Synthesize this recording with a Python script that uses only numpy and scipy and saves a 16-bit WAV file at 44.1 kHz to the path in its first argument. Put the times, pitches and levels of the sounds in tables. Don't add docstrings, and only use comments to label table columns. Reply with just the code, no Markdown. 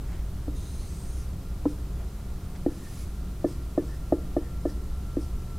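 import sys
import numpy as np
from scipy import signal
from scipy.fft import rfft, irfft
from scipy.io import wavfile

SR = 44100
rng = np.random.default_rng(int(sys.argv[2]) if len(sys.argv) > 2 else 0)


def master(y):
    cut = np.clip(np.atleast_2d(y).T, -1, 1)
    pcm = np.round(cut * 32767)
    wavfile.write(sys.argv[1], SR, pcm.astype(np.int16))


N = 246078
TIME = np.arange(N) / SR

# [t/s, strength/dB, contact time/s, spot on the board (0 upper, 1 middle, 2 lower right)]
TAPS = [(0.478, -11.5, 0.0015, 1.744), (1.6551, 0.0, .0013, 2), (2.6618, 0.0, 0.0015, 0),
        (3.4434, -3, 0.00169, 1), (3.7768, -2.5, 0.0017, 1), (4.1229, -1.4, 0.0015, 1),
        (4.3654, -4.5, 0.00159, 1), (4.6533, -6, 0.0017, 1), (5.168, -2.5, 0.0018, 0)]
# [f/Hz, time to fall by 60 dB/s, signed strength at upper, middle, lower right spot]
PANEL_MODES = [(282, 0.031, 0.53, 0.41, 0.64), (296.5, 0.076, -0.38, -0.47, -0.57),
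               (335.8, 0.13, -0.18, -0.25, 0.029), (374.5, 0.15, 0.0047, 0.1, -0.04),
               (441.8, 0.065, 0.15, 0.356, -0.0047), (450.8, 0.03, -0.31, -0.72, 0.18),
               (469, 0.08, 0.017, -0.054, 0.018), (509, 0.051, 0.118, -0.22, -0.13),
               (580, 0.042, 0.018, -0.52, 0.034), (637, 0.0095, 0.48, 2.5, -0.22),
               (850, 0.12, -0.039, 0.09, -0.019), (1020, 0.018, -0.015, -0.23, -0.57),
               (1226, 0.036, -0.034, -0.27, 0.24), (1310, 0.053, 0.042, 0.04, -.16),
               (1750, 0.1, 0.069, 0.25, -.04), (1807, 0.021, -0.29, -0.44, -0.06)]
# [start t/s, length/s, level/dB, swell from start to end/dB,
#               tuning of the resonances/ratio, brightness/dB, resonant share of the power/0-1]
STROKES = [(0.54, 0.7, -58, -0.5, 1.0, 0, .68), (1.662, 0.069, -60.5, -2, 0.9, 0, .35),
           (2.688, 0.357, -59.5, 10.5, 1.04, 6, 0.2), (3.458, 0.085, -58.5, -3, 0.86, -5, 0.3),
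           (3.798, 0.18, -65.5, -1, 0.9, -6, .4), (4.669, 0.054, -58, -5, 0.89, -11, 0.6),
           (5.186, 0.068, -59, -3, 0.88, -5, 0.7)]
# [t/s, low f/Hz, middle f/Hz, high f/Hz (all before the stroke's tuning), brightness/dB]
GRIP = [(0.58, 3700, 6400, 9100, -2), (0.85, 4250, 6250, 9600, -1.5), (0.89, 4450, 6200, 8200, 1),
        (1.04, 4900, 6470, 8660, 9), (1.20, 5650, 6370, 9900, 2)]
# [width of each filter pass/Hz, level/dB per Hz]
NIB = [(700, 0), (950, 0.5), (1550, 0.5)]
# [f/Hz, level/dB per Hz]
FELT_COLOUR = [(1200, -13), (2200, 0), (3000, -2.5), (5000, 1), (7500, -0.5), (9800, -2.5), (11400, -4),
               (13000, -11), (16000, -7)]
# [t of the peak/s, length/s, level/dB]
DRAGS = [(2.715, .03, -66), (2.867, 0.11, -65), (3.928, .06, -62.5), (4.45, 0.1, -66.5), (4.70, .03, -69)]
# [t of the peak/s, length/s, level/dB, crispness/dB]
SLEEVE_BRUSHES = [(0.13, 0.096, -54.5, -0.5), (2.012, .05, -55, -8), (2.56, 0.017, -61.5, 10.5)]
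# [f/Hz, level/dB per Hz]
SLEEVE_COLOUR = [(250, -4), (450, -4), (850, 2.5), (1300, -12), (1800, -4.5), (3500, -18), (9000, -22)]
# [f/Hz, time to fall by 60 dB/s]
ROOM_T60 = [(150, 0.84), (350, 0.5), (1000, 0.16), (8000, 0.41)]
# [f/Hz, level/dB per Hz]
RUMBLE_COLOUR = [(10, 5), (22, 0.5), (42, -2), (62, 1.5), (80, -2), (92, -5.5), (110, -24)]
# [f/Hz, level/dB per Hz]
AIR_COLOUR = [(62, -11.5), (105, -6), (129, -3.5), (158, -2), (190, -2.5), (220, -12), (258, -11),
              (335, -14.5), (365, -12), (548, -25), (576, -22.5), (643, -22), (755, -25.5), (1250, -27),
              (2000, -37), (2600, -61), (4400, -120)]
# [f/Hz, rms level before wavering/dB]
TONES = [(120, -48.5), (538, -67), (721, -69.5), (1072, -89), (1211, -73), (3951, -84)]
# [f/Hz, level/dB per Hz]
HISS_COLOUR = [(1180, -21), (2000, -0.5), (3550, -1.5), (4000, -1.5), (5050, -2.5), (7550, -3.5),
               (15500, -5.5)]
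# [f/Hz, level/dB]
WIDTH = [(25, -54), (60, -55), (125, -37.5), (250, -31.5), (500, -17), (1000, -15), (2000, -11), (4000, -7),
         (8000, -6), (13000, -5.5)]

STROKE_ATTACK_S, STROKE_RELEASE_S = 0.028, 0.035
CRISP_HZ = 1600
FLOW_DB, LULL_S, LULL_LENGTH_S, LULL_DB = -32, 2.9, 1.98, -4
WHINE_HZ, WHINE_DB, WHINE_TOP_DB = 1381, -70, -62
FAN_SLOWS_S, SAG_HZ_PER_S, GROWTH_DB_PER_S = 2.8, 11.5, 4.5
AIR_DB, HISS_DB = -42.5, -57.5
CUTOFF_HZ = 15800


def strokes(level_db=-0.05):
    rows = np.array(STROKES)
    current = np.maximum(np.searchsorted(rows[:, 0], TIME) - 1, 0)
    *_, tuning, stroke_bright_db, share = rows[current].T
    *centres, grip_bright_db = in_time(GRIP)
    bright_db = stroke_bright_db + grip_bright_db
    ring, power = 0, 0
    for k, (hz, (width_hz, mode_db)) in enumerate(zip(tuning * np.array(centres), NIB)):
        band = twice_resonant(friction(grain_db=2.0), hz, width_hz)
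        gain = np.sqrt(width_hz) * from_db(mode_db + bright_db * (k - 1) / 2)
        ring = ring + gain * rms_one(band)
        power = power + gain ** 2
    plain = coloured(friction(grain_db=1.0), FELT_COLOUR)
    hiss = np.sqrt(share / power) * ring + np.sqrt(1 - share) * plain
    motion = sum(slide(s, length, db, swell) for s, length, db, swell, *_ in STROKES)
    return from_db(level_db) * hiss * motion


def slide(start_s, length_s, level_db, swell_db):
    t = TIME - start_s
    attack = np.clip(t / STROKE_ATTACK_S, 0, 1)
    release = np.clip((length_s - t) / STROKE_RELEASE_S + 0.5, 0, 1)
    progress = np.clip(t / length_s, 0, 1)
    return attack * release * from_db(level_db + swell_db * (progress - 0.5))


def friction(grain_db):
    return rng.standard_normal(N) * from_db(grain_db * drift(130))


def taps():
    hz, t60, *shapes = np.transpose(PANEL_MODES)
    t = TIME[:SR // 3]
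    rings = np.cos(2 * np.pi * hz[:, None] * t) * np.exp(-np.log(1000) * t / t60[:, None])
    out = np.zeros(N)
    for s, level_db, contact_s, spot in TAPS:
        shape = np.array([np.interp(spot, np.arange(len(mode)), mode) for mode in np.transpose(shapes)])
        push = np.sin(np.pi * t[t < contact_s] / contact_s)
        start = round(s * SR)
        knock = np.convolve(shape @ rings, push / push.sum())[:N - start]
        out[start:][:len(knock)] += from_db(level_db) * knock
    return out


def drag(hz=1790, width_hz=190, level_db=3.0):
    rasp = twice_resonant(friction(grain_db=3.0), hz, width_hz)
    motion = sum(from_db(db) * arch(s, length) for s, length, db in DRAGS)
    return from_db(level_db) * rms_one(rasp) * motion


def sleeve():
    cloth = coloured(friction(grain_db=2.5), SLEEVE_COLOUR)
    treble = signal.sosfiltfilt(signal.butter(2, CRISP_HZ, "high", fs=SR, output="sos"), cloth)
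    out = np.zeros(N)
    for s, length, db, crisp_db in SLEEVE_BRUSHES:
        out += from_db(db) * arch(s, length) * (cloth + (from_db(crisp_db) - 1) * treble)
    return out


def room(x, first_echo_s=0.014):
    t, out = TIME[:SR // 2], 0
    edges = np.geomspace(100, 15000, 7)
    for low, high in zip(edges, edges[1:]):
        centre = np.sqrt(low * high)
        band = signal.butter(2, [low, high], "band", fs=SR, output="sos")
        mid, side = signal.sosfilt(band, rng.standard_normal((2, len(t))))
        spread = mid + side * from_db(at_hz(WIDTH, centre)) * np.array([[1], [-1]])
        out = out + spread * from_db(-60 * t / at_hz(ROOM_T60, centre))
    tail = out * np.clip(t / first_echo_s - 1, 0, 1)
    tail = tail / np.sqrt(np.sum(tail[0] ** 2))
    return signal.fftconvolve(x[None], tail, axes=1)[:, :N]


def ventilation(duct_hz=54, duct_width_hz=8, duct_db=-4.5, rumble_db=-1.0, waver_db=1.5):
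    boom = resonance(rng.standard_normal(N), duct_hz, duct_width_hz)
    boom = rms_one(resonance(boom, duct_hz, 2 * duct_width_hz))
    flow = from_db(FLOW_DB + LULL_DB * arch(LULL_S, LULL_LENGTH_S))
    low = flow * (from_db(rumble_db) * diffuse(RUMBLE_COLOUR) + from_db(duct_db) * boom)
    tones = np.zeros(N)
    for hz, db in TONES:
        tones += from_db(db + waver_db * drift(4.4)) * np.sin(2 * np.pi * hz * TIME + drift(4.8))
    air = from_db(AIR_DB) * diffuse(AIR_COLOUR)
    return low + air + np.sqrt(2) * (tones + fan_whine())


def fan_whine(waver_db=2.5, wobble_rad=0.28):
    slowing_s = np.maximum(TIME - FAN_SLOWS_S, 0)
    hz = WHINE_HZ - SAG_HZ_PER_S * slowing_s
    db = np.minimum(WHINE_DB + GROWTH_DB_PER_S * slowing_s, WHINE_TOP_DB)
    phase = 2 * np.pi * np.cumsum(hz) / SR + wobble_rad * drift(11)
    return from_db(db + waver_db * drift(10.0)) * np.sin(phase)


def microphone_hiss(buzz=0.23):
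    ripple = np.sin(2 * np.pi * 360 * TIME)
    return from_db(HISS_DB) * diffuse(HISS_COLOUR) * (1 + buzz * ripple)


def diffuse(spectrum):
    mid, side = (coloured(white, spectrum) for white in rng.standard_normal((2, N)))
    side = irfft(rfft(side) * from_db(at_hz(WIDTH, np.fft.rfftfreq(N, 1 / SR))), N)
    return np.array([mid + side, mid - side])


def coloured(source, spectrum):
    hz = np.fft.rfftfreq(N, 1 / SR)
    top = 1 / (1 + (hz / spectrum[-1][0]) ** 20)
    bottom = 1 / (1 + (spectrum[0][0] / np.maximum(hz, 1)) ** 10)
    return rms_one(irfft(rfft(source) * from_db(at_hz(spectrum, hz)) * top * bottom, N))


def resonance(x, hz, width_hz, size=128):
    hz, r = np.broadcast_to(hz, N), np.exp(-np.pi * width_hz / SR)
    zeros = np.array([1, 0, -1]) * (1 - r * r) / 2
    out, state = np.zeros(N), np.zeros(2)
    for i in range(0, N, size):
        poles = [1, -2 * r * np.cos(2 * np.pi * hz[i] / SR), r * r]
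        out[i:i + size], state = signal.lfilter(zeros, poles, x[i:i + size], zi=state)
    return out


def twice_resonant(x, hz, width_hz):
    return resonance(resonance(x, hz, width_hz), hz, width_hz)


def arch(peak_s, length_s):
    return np.exp(-np.log(2) * np.minimum((2 * (TIME - peak_s) / length_s) ** 2, 60))


def drift(rate_hz):
    hz = np.fft.rfftfreq(N, 1 / SR)
    return rms_one(irfft(rfft(rng.standard_normal(N)) / (1 + (hz / rate_hz) ** 2), N))


def in_time(rows):
    s, *columns = np.transpose(rows)
    return [np.interp(TIME, s, c) for c in columns]


def at_hz(points, hz):
    freq, value = np.transpose(points)
    return np.interp(np.log(np.maximum(hz, 1)), np.log(freq), value)


def from_db(db):
    return 10 ** (np.asarray(db) / 20)


def rms_one(x):
    return x / np.sqrt(np.mean(x ** 2) + 1e-20)


def scene(tap_room_db=-19, rub_room_db=-9, rub_db=3.0):
    knocks = taps()
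    rubs = from_db(rub_db) * (strokes() + drag() + sleeve())
    echoes = room(from_db(tap_room_db) * knocks + from_db(rub_room_db) * rubs)
    return knocks + rubs + echoes + ventilation() + microphone_hiss()


def record(dry):
    return signal.sosfilt(signal.ellip(12, 0.1, 80, CUTOFF_HZ, fs=SR, output="sos"), dry)


dry = scene()
out = record(dry)
master(out)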